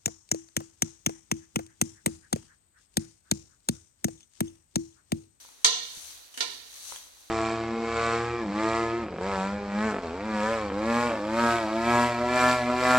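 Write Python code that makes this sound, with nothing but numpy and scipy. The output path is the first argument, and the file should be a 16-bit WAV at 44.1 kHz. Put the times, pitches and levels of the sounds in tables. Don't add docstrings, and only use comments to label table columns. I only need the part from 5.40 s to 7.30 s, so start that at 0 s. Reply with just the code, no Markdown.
import sys
import numpy as np
from scipy import signal
from scipy.fft import rfft, irfft, next_fast_len
from scipy.io import wavfile
from scipy.ndimage import map_coordinates

SR = 44100
rng = np.random.default_rng(int(sys.argv[2]) if len(sys.argv) > 2 else 0)


def wav_record(signal):
    frames = np.transpose(np.atleast_2d(signal))
    bounded = np.clip(frames, -1, 1)
    quanta = np.round(bounded * 32767).astype(np.int16)
    wavfile.write(sys.argv[1], SR, quanta)


N = 83790
T = np.arange(N) / SR


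# t/s, clack/dB, crack/dB, plastic ring/dB, bowl ring/dB,
# clack tilt/dB per octave, attack/s, pan/dB, factor on the plastic's ring time
KNOCK_HITS = [(.2446, 0, 3, -4.5, 1, -0.5, 0.0024, 1, 0.82),
              (1.0054, -9, -22.5, -7, -7, -1.8, 0.0021, -0.5, 0.24)]
# f/Hz, level/dB
CLACK_EQ = [(60, -37.5), (200, -21.5), (600, -11.5), (1500, -11), (2600, -6), (3400, 0.5), (5000, 2),
            (6800, -2), (8500, -6.5), (12000, -17.5), (15500, -24.5)]
# f/Hz, level/dB
CRACK_EQ = [(500, -51), (2500, -6), (4000, -2), (5500, 4), (7000, 1.5), (9000, -1.5), (11500, -10),
            (15500, -18)]
CLACK_T60_S, TILT_PIVOT_HZ = 0.038, 3900
CRACK_DELAY_S, CRACK_T60_S = 0.0014, 0.012

def knocks():
    out = np.zeros((2, N))
    for start, clack_db, crack_db, plastic_db, bowl_db, tilt, attack, pan_db, sustain in KNOCK_HITS:
        t = since(start)
        tilted_eq = [(hz, db + tilt * np.log2(hz / TILT_PIVOT_HZ)) for hz, db in CLACK_EQ]
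        clack = amp(clack_db) * equalise(diffuse_noise() * envelope(t, CLACK_T60_S, attack), tilted_eq)
        crack_envelope = envelope(since(start + CRACK_DELAY_S), CRACK_T60_S, attack / 2)
        crack = amp(crack_db) * equalise(diffuse_noise() * crack_envelope, CRACK_EQ)
        hit = clack + crack + amp(plastic_db) * plastic(t, sustain) + amp(bowl_db) * bowl(t)
        out += pan(pan_db) * hit + pan(db=-1) * tiles(hit)
    return out


# f/Hz, level/dB, t60/s before the sustain factor
PLASTIC_MODES = [(2862, -31.5, 0.57), (3230, -29, 0.093), (3500, -19.5, 0.13), (3515, -16, 0.031),
                 (3944, -23.5, 0.23), (4060, -33.5, 0.28), (4300, -28, 0.12), (4060, -44, .12),
                 (4524, -41, 0.04), (4660, -23, .2), (5070, -29, .11), (5235, -24, .06), (5440, -19, 0.065),
                 (6000, -42, 0.15)]

def plastic(t, sustain):
    modes = [(hz, db, t60 * sustain) for hz, db, t60 in PLASTIC_MODES]
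    return np.array([ring(modes, t, attack=0.00072) for port in range(2)])


# f/Hz, level/dB, t60/s
BOWL_MODES = [(240.6, -37, 0.099), (358, -34.5, 0.11), (440.6, -26, 0.071), (472.7, -25.5, 0.12),
              (607, -34.5, 0.099), (729.7, -25.5, 0.095), (923, -29, 0.076), (1022, -20, 0.039),
              (1039.4, -27.5, 0.077), (1358, -20.5, 0.052), (1426, -26.5, 0.078), (1770, -23, 0.052),
              (1838, -17, 0.048), (2305, -27.5, 0.083)]
BOWL_ATTACK_S, BOWL_WIDTH_DB = 0.0047, -10.5

def bowl(t):
    mid = ring(BOWL_MODES, t, BOWL_ATTACK_S)
    side = amp(BOWL_WIDTH_DB) * ring(BOWL_MODES, t, BOWL_ATTACK_S)
    return np.array([mid + side, mid - side])


# t/s, click/dB, bowl ring/dB, attack/s
HINGE_HITS = [(0.9397, -29, -32, 0.002), (0.9741, -19.5, -16, 0.00063)]
# f/Hz, level/dB
HINGE_EQ = [(80, -33), (150, -20), (240, -2), (600, -18.5), (1200, -8.5), (1800, -4), (2300, -12),
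            (2950, 3), (3600, -10), (4500, -5.5), (5300, -7), (6300, -6), (8500, -5), (12000, -8.5),
            (15500, -14)]
HINGE_T60_S = 0.048

def hinges():
    out = np.zeros((2, N))
    for start, click_db, bowl_db, attack in HINGE_HITS:
        t = since(start)
        click = equalise(diffuse_noise() * envelope(t, HINGE_T60_S, attack), HINGE_EQ)
        out += amp(click_db) * click + amp(bowl_db) * bowl(t)
    return out + tiles(out)


# t/s, level/dB, tick relative to the tap/dB, pan/dB
TAP_HITS = [(.0495, -39, -28, -4), (.089, -48.5, -4, 25.5), (1.5222, -24.5, -9, 4.5), (1.5598, -35, 3, 3),
            (1.669, -46.5, -16, 18), (1.769, -49.5, -13, -4)]
# f/Hz, level/dB, t60/s
TAP_BODY_MODES = [(562, -21, 0.04), (994, -6, 0.015), (1250, -5.5, 0.007), (2080, -14, 0.0087)]
# f/Hz, level/dB
TICK_EQ = [(200, -34), (900, -2), (1800, 4), (3300, 8), (4500, -11), (9000, 6), (15000, -9)]
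TAP_ATTACK_S, TICK_T60_S, TAP_LAG_S, TAP_REVERB_DB = 0.0001, 0.015, 0.00033, -5.5

def taps():
    out = np.zeros((2, N))
    for start, tap_db, tick_db, pan_db in TAP_HITS:
        t = np.array([since(start), since(start + TAP_LAG_S)])
        body = sum(amp(db) * envelope(t, t60, TAP_ATTACK_S) * np.sin(2 * np.pi * hz * t)
                   for hz, db, t60 in TAP_BODY_MODES)
        burst = envelope(t, TICK_T60_S, TAP_ATTACK_S) * rng.standard_normal((2, N))
        tick = amp(tick_db) * equalise(burst, TICK_EQ)
        out += amp(tap_db) * pan(pan_db) * (body + tick)
    return out + amp(TAP_REVERB_DB) * tiles(out)


# f/Hz, level/dB
GRIP_EQ = [(40, -6), (120, -2), (300, -4), (600, -28.5), (2000, -33)]
GRIP_START_S, GRIP_DB = 0.566, -29

def grip():
    burst = rng.standard_normal((2, N)) * envelope(since(GRIP_START_S), t60=0.097, attack=0.0016)
    return amp(GRIP_DB) * equalise(burst, GRIP_EQ)


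# t/s, level/dB, pan/dB
SLEEVE_MOVES = [(0, -50, 3), (.035, -49.5, 4.5), (.13, -55, 5.5), (.23, -60.5, 13), (.45, -46.5, -1),
                (.57, -42.5, 6), (.67, -41.5, 5.5), (.78, -46.5, -0.5), (.9, -53.5, -1.5),
                (1.02, -48.5, 12), (1.14, -44, 4), (1.23, -49, -1.5), (1.329, -44, 1), (1.422, -42, 3.5),
                (1.5, -39, 5.5), (1.6, -43.5, 3), (1.71, -52, 2.5), (1.9, -53.5, 2.5)]
# f/Hz, level/dB
CLOTH_EQ = [(100, -23), (400, -7.5), (1000, -4.5), (2500, -3), (4500, 0), (9000, 0.5), (15500, 3.5)]
CATCHES_PER_S, CATCH_DB = 500, -7.5

def sleeve():
    times, levels, pans = np.transpose(SLEEVE_MOVES)
    level_db = np.interp(T, times, levels) + 0.8 * wobble(per_s=22)
    pan_db = np.outer([0.5, -0.5], np.interp(T, times, pans))
    chance = CATCHES_PER_S / SR
    catches = (rng.random(N) < chance) * rng.standard_normal((2, N)) / np.sqrt(chance)
    friction = diffuse_noise() + amp(CATCH_DB) * catches
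    return amp(level_db + pan_db) * equalise(friction, CLOTH_EQ)


# f/Hz, t60/s
TAIL_T60 = [(150, 1), (450, 0.61), (1000, 0.61), (2800, 0.7), (4200, 0.72), (7000, 0.59), (14000, 0.51)]
# f/Hz, level/dB
TAIL_EQ = [(150, 3.5), (500, -2.5), (1500, -3.5), (3500, -0.5), (6000, -3), (12000, -9.5)]
PREDELAY_S, EARLY_DB, TAIL_ATTACK_S = 0.005, -2, 0.017

def tiles(x):
    t = since(PREDELAY_S)
    early = diffuse_noise() * envelope(t, t60=0.15, attack=0.001)
    hz, frame_times, spectra = signal.stft(diffuse_noise(), SR, nperseg=256)
    t60 = along(TAIL_T60, hz)[:, None]
    unit_energy = np.sqrt(2 * np.log(1000) / (t60 * SR))
    decay = unit_energy * np.exp(-np.log(1000) * frame_times / t60)
    tail = signal.istft(spectra * decay, SR, nperseg=256)[1][:, :N]
    tail *= 1 - np.exp(-t / TAIL_ATTACK_S)
    impulse_response = amp(EARLY_DB) * early / np.linalg.norm(early[0]) + equalise(tail, TAIL_EQ)
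    return signal.fftconvolve(x, impulse_response, axes=1)[:, :N]


# t/s, level/dB
RUMBLE_MOVES = [(0, -4.5), (.3, 0), (.62, 3), (.7, 7.5), (.77, 3.5), (.9, -10), (1.15, 2.5), (1.58, -2.5),
                (1.665, 3), (1.73, -6), (1.785, -0.5), (1.9, -1)]
# f/Hz, level/dB
RUMBLE_EQ = [(20, -74), (45, -53), (70, -50), (110, -56), (200, -78.5), (600, -110)]

def rumble():
    swell_db = np.interp(T, *np.transpose(RUMBLE_MOVES)) + 2.1 * wobble(per_s=10)
    return pan(db=10) * amp(swell_db) * equalise(rng.standard_normal((2, N)), RUMBLE_EQ)


# f/Hz, level/dB
ROOM_TONE_EQ = [(25, -51), (100, -59), (300, -50.5), (1000, -52.5), (3000, -56), (8000, -58), (15500, -54)]

def room_tone():
    return equalise(diffuse_noise(), ROOM_TONE_EQ)


# f/Hz, coherence/0..1
PORT_COHERENCE = [(100, 0.9), (400, 0.85), (900, 0.25), (2000, 0.17), (5000, 0.25), (15000, 0.057)]

def diffuse_noise():
    def mid_side_gains(hz):
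        angle = np.arccos(along(PORT_COHERENCE, hz)) / 2
        return np.array([np.cos(angle), np.sin(angle)])
    mid, side = filtered(rng.standard_normal((2, N)), mid_side_gains)
    return np.array([mid + side, mid - side])


def ring(modes, t, attack, wander_rad=0.55):
    out = np.zeros(N)
    for hz, db, t60 in modes:
        phase = 2 * np.pi * rng.random() + wander_rad * wobble(per_s=90)
        out += amp(db) * envelope(t, t60, attack) * np.sin(2 * np.pi * hz * t + phase)
    return out


def envelope(t, t60, attack):
    return np.exp(-np.log(1000) * t / t60) * (1 - np.exp(-t / attack))


def since(start):
    return np.maximum(T - start, 0)


def wobble(per_s):
    return map_coordinates(rng.standard_normal(1024), [T * per_s], mode="wrap")


def amp(db):
    return 10 ** (np.asarray(db) / 20)


def pan(db):
    return amp(np.array([[db], [-db]]) / 2)


def along(points, hz):
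    frequencies, values = np.transpose(points)
    return np.interp(np.log(hz + 1), np.log(frequencies + 1), values)


def filtered(x, response):
    size = 2 * next_fast_len(N)
    hz = np.fft.rfftfreq(size, 1 / SR)
    return irfft(rfft(x, size) * response(hz), size)[..., :N]


def equalise(x, curve):
    def response(hz):
        cepstrum = irfft(np.log(amp(along(curve, hz))))
        half = len(cepstrum) // 2
        cepstrum[1:half] *= 2
        cepstrum[half + 1:] = 0
        return np.exp(rfft(cepstrum))
    return filtered(x, response)


def scene():
    return knocks() + hinges() + taps() + grip() + sleeve() + rumble() + room_tone()


# f/Hz, level/dB
LEFT_PORT_EQ = [(60, 2), (250, -5.5), (1000, -4), (2000, -8.5), (2900, -7.5), (4000, -4.5), (5200, -5),
                (6000, 7.5), (7200, -1), (8700, 1), (10500, -5), (12500, -12), (15500, -34)]
# f/Hz, level/dB
RIGHT_PORT_EQ = [(60, 2), (1000, -0.5), (2700, 1.5), (3400, 3.5), (4000, 7.5), (4600, 4.5), (5300, -2),
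                 (6200, -5.5), (8500, -10), (10200, -6), (12000, -4.5), (15500, -10.5)]
RIGHT_LAG_S, HIGH_CUT_HZ = 0.00008, 15950

def record(dry):
    right = -filtered(dry[1], lambda hz: np.exp(-2j * np.pi * hz * RIGHT_LAG_S))
    ports = np.array([equalise(dry[0], LEFT_PORT_EQ), equalise(right, RIGHT_PORT_EQ)])
    return filtered(ports, lambda hz: hz < HIGH_CUT_HZ)


dry = scene()
out = record(dry)
wav_record(out)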